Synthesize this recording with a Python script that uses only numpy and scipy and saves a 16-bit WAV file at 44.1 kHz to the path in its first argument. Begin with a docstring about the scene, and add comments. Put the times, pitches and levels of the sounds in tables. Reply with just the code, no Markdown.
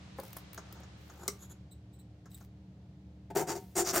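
"""A jeweller's bench in a small room, heard close up on a stereo pair, the work a little to the left.
Over a low machine hum and a faint hiss, a metal strip is handled, laid on the wooden bench pin,
slid into place and snapped down flat. The taut saw blade tinks on its edge, then rasps in short
strokes: the teeth ring the blade and shake the strip and the pin."""
import sys
import numpy as np
from scipy import signal
from scipy.fft import rfft, irfft, next_fast_len
from scipy.io import wavfile
from scipy.ndimage import map_coordinates

SR = 44100
rng = np.random.default_rng(int(sys.argv[2]) if len(sys.argv) > 2 else 0)


def wrap_up_sound(samples):
    """Save the sound to the file named by the first command line argument, as 16-bit audio."""
    columns = np.atleast_2d(samples).T
    # keep every value between -1 and 1, then stretch to whole-number steps
    tamed = np.clip(columns, -1, 1)
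    steps = np.round(tamed * 32767).astype(np.int16)
    wavfile.write(sys.argv[1], SR, steps)


N = 176400


def amp(db):
    """Decibels to gain."""
    return 10 ** (np.asarray(db) / 20)


def unit(x):
    """Scale to rms 1."""
    return x / np.sqrt(np.mean(x ** 2) + 1e-20)


def along(points, hz):
    """Read (f/Hz, value) points on a log frequency axis."""
    f, v = np.transpose(points)
    return np.interp(np.log(hz + 1), np.log(f + 1), v)


def tone(points):
    """Gain curve through (f/Hz, level/dB) points."""
    return lambda f: amp(along(points, f))


def resonant(modes):
    """Gain curve of (f/Hz, width/Hz, level/dB) resonances, summed in power."""
    return lambda f: np.sqrt(sum(abs(amp(db) * f * w / (c * c - f * f + 1j * f * w)) ** 2
                                 for c, w, db in modes))


def sharp(modes):
    """Gain curve of such resonances with deep valleys between them."""
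    return lambda f: sum(amp(db) / (1 + ((c * c - f * f) / (np.maximum(f, 1) * w)) ** 2)
                         for c, w, db in modes)


def colour(x, gain, size=8192):
    """Causal filter of unit energy: only the shape of the gain curve counts."""
    cepstrum = irfft(np.log(np.maximum(gain(np.fft.rfftfreq(size, 1 / SR)), 1e-6)))
    cepstrum[1:size // 2] *= 2
    cepstrum[size // 2 + 1:] = 0
    impulse = irfft(np.exp(rfft(cepstrum)))
    return signal.fftconvolve(x, impulse / np.linalg.norm(impulse))


def filtered(x, gain):
    """Zero-phase filter."""
    m = next_fast_len(N + SR // 2)
    return irfft(rfft(x, m) * gain(np.fft.rfftfreq(m, 1 / SR)), m)[..., :N]


def add(out, start, x):
    """Mix x in at a start time in seconds."""
    part = out[max(0, round(start * SR)):][:len(x)]
    part += x[:len(part)]


def wobble(hz):
    """A smooth random curve."""
    return map_coordinates(rng.standard_normal(int(N * hz / SR) + 4), [np.arange(N) * hz / SR])


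def hand_speed(length, peak):
    """A hand moves up from rest, is fastest at the share `peak` of its time, and stops."""
    u = np.linspace(0, 1, int(length * SR))
    return np.abs(np.sin(np.pi * np.interp(u, [0, np.clip(peak, .05, .95), 1], [0, .5, 1])))


def burst(t60):
    """The dying chatter of one contact."""
    t = np.arange(SR // 5) / SR
    return rng.standard_normal(len(t)) * 1000 ** (-t / t60)


def contacts(rows, gain, t60):
    """Contacts (t/s, level/dB) heard through one body."""
    out = np.zeros(N)
    for start, db in rows:
        add(out, start, amp(db) * burst(t60))
    return colour(out, gain)[:N]


def stereo_noise(spectrum, width):
    """Steady noise at both microphones, alike at width 0."""
    mid, side = filtered(rng.standard_normal((2, N)), tone(spectrum))
    return unit(np.array([mid + width * side, mid - width * side]))


# partials of the machine hum; spectra of the rumble and the hiss (f/Hz, level/dB)
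HUM_PARTIALS = [(73, -59), (113, -59), (188.4, -59.5), (301.5, -67.5)]
RUMBLE_TONE = [(53, -30.5), (62, 0), (185, -0.5), (250, -13), (720, -22), (2000, -58.5)]
HISS_TONE = [(700, 6), (4000, -0.5), (7000, -8), (9500, -18), (14000, -42.5)]
# fall of the hiss (t/s, relative level/dB)
HISS_FADE = [(.7, -65), (1.28, -69), (1.73, -79), (3.28, -80)]

def room_tone():
    """A wavering machine hum and rumble in the centre, and a wide hiss that sinks away."""
    t = np.arange(N) / SR
    hum = np.zeros(N)
    for hz, db in HUM_PARTIALS:
        waver = 1 + 0.16 * (wobble(hz=7.06) + 1j * wobble(hz=6.3))
        partial = np.exp(2j * np.pi * (hz * t + rng.random()))
        hum += amp(db) * np.sqrt(2) * np.real(waver * partial)
    hiss = amp(6.5 + np.interp(t, *np.transpose(HISS_FADE))) * stereo_noise(HISS_TONE, width=0.94)
    rumble = amp(-56) * stereo_noise(RUMBLE_TONE, width=0.05)
    return hum + rumble + hiss


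# faint rustles (t/s, length/s, level/dB, graininess/dB)
RUSTLES = [(0.165, 0.26, -58.5, 5.5), (0.968, 0.55, -68.5, 3), (2.295, 0.17, -64.5, 5.5),
           (3.498, 0.16, -59.5, 2), (3.603, 0.26, -67.5, -0.5)]
# their spectrum (f/Hz, level/dB)
RUSTLE_TONE = [(6500, -6), (10000, -8.5), (14000, -3)]

def rustles():
    """Light, bright friction of handling and of the blade gliding without load."""
    out = np.zeros(N)
    for start, length, db, grain_db in RUSTLES:
        speed = hand_speed(length, peak=0.3)
        grains = unit(rng.standard_normal(N) * amp(grain_db * wobble(hz=300)))[:len(speed)]
        add(out, start, amp(db) * grains * np.sqrt(speed))
    return colour(out, tone(RUSTLE_TONE))[:N]


# soft knocks (t/s, level/dB, tilt/dB per octave)
KNOCKS = [(0.1863, -31, -0.5), (.234, -43.5, 5), (.366, -39.5, 5.5), (.802, -47, -11)]
# spectrum of the knocked wood (f/Hz, level/dB)
KNOCK_TONE = [(120, -12.5), (520, 8.5), (950, 2.5), (2100, -17), (3000, -31.5)]

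def knocks():
    """Dull bumps on the wood, each with its own brightness."""
    out = np.zeros(N)
    for start, db, tilt in KNOCKS:
        wood = lambda f: amp(along(KNOCK_TONE, f) + tilt * np.log2(np.maximum(f, 300)))
        add(out, start, amp(db) * colour(burst(t60=0.044), wood))
    return out


# handling ticks (t/s, level/dB)
TICKS = [(.1995, -38.5), (.2815, -57), (.3305, -38.5), (.3695, -36), (.384, -43.5), (.532, -41),
         (.5455, -41.5), (.7255, -41)]
# their spectrum (f/Hz, level/dB)
TICK_TONE = [(1000, -11), (8000, -15), (14500, -6)]

def ticks():
    """Small, dry contacts as the strip is handled."""
    return contacts(TICKS, tone(TICK_TONE), t60=0.02)


# the strip meets the pin (t/s, level/dB)
TOUCHES = [(.577, -39), (.834, -52.5), (1.098, -50), (2.257, -53), (2.41, -56.5)]
# spectrum of the strip on wood (f/Hz, level/dB)
TOUCH_TONE = [(200, -25.5), (400, -6.5), (1000, -6.5), (1500, -2.5), (2400, -30.5), (4500, -24),
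              (6600, -11), (8800, -33)]

def touches():
    """The metal strip taps lightly on the wooden pin."""
    return contacts(TOUCHES, tone(TOUCH_TONE), t60=0.074)


# pushes of the strip (t/s, length/s, scrape level/dB, squeak level/dB)
SLIDES = [(0.597, 0.25, -60.5, -96), (1.078, 0.13, -62, -84), (1.163, 0.13, -52.5, -60.5),
          (1.386, 0.08, -59, -54.5), (1.49, 0.041, -60.5, -55.5)]
# modes of the bench pin, also shaken by the saw (f/Hz, width/Hz, level/dB)
PIN_MODES = [(157, 68, -5.5), (345.7, 65, 0.5), (394, 44, 0), (503.5, 84, -11.5), (751, 82, -2),
             (907, 77, -6.5)]
# resonances of the squeak (f/Hz, level/dB)
SQUEAK_MODES = [(3550, -11.5), (6800, 0), (11300, -7.5), (14400, -15)]

def slides(squeak_width_hz=770):
    """Grainy friction of the strip on the pin, with a thin metallic squeak."""
    on_wood = lambda f: tone(TOUCH_TONE)(f) + amp(2) * sharp(PIN_MODES)(f)
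    squeak = sharp([(hz, squeak_width_hz, db) for hz, db in SQUEAK_MODES])
    out = np.zeros(N)
    for start, length, scrape_db, squeak_db in SLIDES:
        speed = hand_speed(length, peak=0.66)
        rub = unit(rng.standard_normal(N) * amp(3.3 * wobble(hz=150)))[:len(speed)] * speed
        add(out, start, amp(scrape_db) * colour(rub, on_wood))
        add(out, start, amp(squeak_db) * colour(rub, squeak))
    return out


# the strip lands (t/s, level/dB)
CLACKS = [(1.2793, -22.5), (1.2817, -26.5)]
# spectrum of the impact (f/Hz, level/dB)
CLACK_TONE = [(120, -39.5), (200, -7), (1180, -12.5), (2170, -13.5), (2960, -20.5), (5730, -3.5),
              (12600, -15), (16000, -8.5)]
# modes of strip and pin together (f/Hz, width/Hz, level/dB)
CLACK_MODES = [(394, 75, -3), (1188, 55, -6.5), (2130, 140, -12), (5880, 810, -12)]

def clack(ring_db=-31.5):
    """The strip snaps down flat in two quick contacts and buzzes briefly with the pin."""
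    ring = contacts([(CLACKS[-1][0], ring_db)], resonant(CLACK_MODES), t60=0.056)
    return contacts(CLACKS, tone(CLACK_TONE), t60=0.019) + ring


def teeth(speed, peak_teeth_per_s=1100, spread_db=2.5, drag_share=0.19):
    """Force of uneven tooth catches, faster with the stroke, over smooth drag."""
    scatter, size = rng.standard_normal((2, 600))
    drag = rng.standard_normal(SR // 4)[:len(speed)]
    teeth_passed = np.cumsum(np.sqrt(speed)) * peak_teeth_per_s / SR
    catches = np.searchsorted(teeth_passed, np.arange(len(size)) + 0.25 * scatter)
    bites = np.bincount(catches, amp(spread_db * np.clip(size, -2, 2)), len(speed) + 1)[:len(speed)]
    return unit(unit(bites - bites.mean()) + drag_share * drag)


# the blade meets the strip (t/s, length/s, level/dB)
TINKS = [(1.71, 0.029, -60), (1.926, 0.051, -71), (1.984, 0.038, -66), (2.31, 0.02, -66),
         (2.343, 0.014, -50)]
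# modes of the taut blade (f/Hz, level/dB)
TINK_MODES = [(3900, -0.5), (7750, 2), (8550, -1.5), (11700, -6.5), (15200, -5)]

def tinks(width_hz=260):
    """Teeth scratch briefly over the strip's edge and ring the taut blade."""
    out = np.zeros(N)
    for start, length, db in TINKS:
        speed = hand_speed(length, peak=0.35)
        add(out, start, amp(db) * teeth(speed) * np.sqrt(speed))
    return colour(out, sharp([(hz, width_hz, db) for hz, db in TINK_MODES]))[:N]


def steel_ring(bites, t60=0.003):
    """Each bite sets off its own brief ring in the dense modes of the steel."""
    decay = amp(-60 * np.arange(SR // 50) / SR / t60) ** 2
    energy = np.abs(signal.fftconvolve(bites ** 2, decay / decay.sum()))
    return np.sqrt(energy) * rng.standard_normal(SR // 2)[:len(energy)]


def sweeping_comb(ring, delay_s=0.00103, growth=0.12, gain=0.4):
    """A short, slowly growing delay gives the rasp a shifting, ringing colour."""
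    n = np.arange(len(ring))
    delay = delay_s * SR * (1 + growth * n / len(ring))
    return (ring + gain * map_coordinates(ring, [n - delay])) / np.hypot(1, gain)


# the blade's broad hump at a pitch of 7000 Hz (f/Hz, level/dB)
BLADE_TONE = [(3400, -14), (4700, -9), (6100, -2), (7300, 1.5), (8900, -5.5), (10200, -15), (15000, -39.5)]
# resonances of the steel (f/Hz)
STEEL_MODES = [4800, 5800, 7050, 8500]

def blade(pitch_hz, width_hz=330, mode_db=0.5):
    """Gain curve of the blade: a hump set by the stroke's pitch, over the steel's own resonances."""
    modes = sharp([(hz, width_hz, mode_db) for hz in STEEL_MODES])
    return lambda f: amp(along(BLADE_TONE, f * 7000 / pitch_hz)) * (1 + modes(f))


# saw strokes (t/s, length/s, fastest at share of length, level/dB of pin, strip, blade and
# tooth edges, blade pitch f/Hz, looseness of the strip 0-1)
STROKES = [(3.299, 0.025, 0.38, -39, -53.5, -65.5, -66.5, 6850, 0.5),
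           (3.349, 0.097, 0.19, -27, -39, -40.5, -40.5, 7060, 0),
           (3.464, 0.082, 0.49, -32.5, -41.5, -41, -46.5, 6620, 0.06),
           (3.546, 0.047, .3, -38.5, -52, -50, -53.5, 6300, 0.15),
           (3.749, .087, 0.48, -30, -37.5, -32, -37.5, 7200, 0.06),
           (3.839, 0.089, .62, -38, -41, -35.5, -43, 5970, 0.2),
           (3.924, 0.082, 0.49, -30, -32.5, -34, -32, 7300, 1)]
# spectra of the sawn strip and the tooth edges (f/Hz, level/dB)
STRIP_TONE = [(300, -9.5), (600, -2), (1400, -2.5), (2100, -10.5), (3300, -18.5), (9000, -30)]
EDGE_TONE = [(3000, -32), (10500, -4), (12200, -0.5), (14100, -0.5), (15300, 1.5)]

def saw():
    """The teeth drive the pin, the strip and the blade, and crackle at their own edges."""
    out = np.zeros(N)
    for start, length, peak, pin_db, strip_db, blade_db, edge_db, pitch_hz, loose in STROKES:
        speed = hand_speed(length, peak)
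        force = teeth(speed)
        wood_drive, metal_drive = force * speed ** 0.74, force * speed ** 0.89
        steel = sweeping_comb(steel_ring(metal_drive))
        # a loosely held strip lowers and damps the pin's modes
        pin = [(hz * (1 - 0.069 * loose), width * (1 + 0.67 * loose), db) for hz, width, db in PIN_MODES]
        add(out, start, amp(pin_db) * colour(wood_drive, sharp(pin)))
        add(out, start, amp(strip_db) * colour(metal_drive, tone(STRIP_TONE)))
        add(out, start, amp(blade_db) * colour(steel, blade(pitch_hz)))
        add(out, start, amp(edge_db) * colour(steel, tone(EDGE_TONE)))
    return out


# decay of the small room (f/Hz, t60/s)
ROOM_DECAY = [(200, 0.31), (15000, 0.15)]
# side signal of its reflections (f/Hz, level/dB)
ROOM_WIDTH = [(800, -15.5), (2200, -4), (5000, -7)]

def room(bench, tail_db=-9.5, early_db=-2.5):
    """Early side echoes and a short tail; the bass is almost alike at both microphones."""
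    def reflect(impulse):
        return signal.fftconvolve(np.pad(bench, (40, 0)), impulse / np.linalg.norm(impulse))[:N]
    hz, t, noise = signal.stft(rng.standard_normal((2, SR // 2)), SR, nperseg=256)
    decay = amp(-60 * t / along(ROOM_DECAY, hz)[:, None])
    tail = signal.istft(noise * decay, SR, nperseg=256)[1]
    early = amp(early_db) * reflect(burst(t60=0.041))
    mid = amp(tail_db) * reflect(tail[0])
    side = filtered(amp(tail_db) * reflect(tail[1]) + early, tone(ROOM_WIDTH))
    return np.array([mid + side, mid - side])


# left microphone over right (f/Hz, level/dB)
BALANCE = [(1800, 1.67), (6000, 0.085)]

def scene():
    """The bench close to the microphones and a little to the left, with the room around it."""
    bench = saw() + knocks() + clack() + slides() + tinks() + rustles() + touches() + ticks()
    lean_left = lambda f: amp(np.outer([.5, -.5], along(BALANCE, f)))
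    return filtered(bench + room(bench), lean_left) + room_tone()


def record(dry, top_hz=15800):
    """Both microphone channels pass through a steep low-pass."""
    return filtered(dry, lambda f: 1 / np.sqrt(1 + (f / top_hz) ** 160))


dry = scene()
out = record(dry)
wrap_up_sound(out)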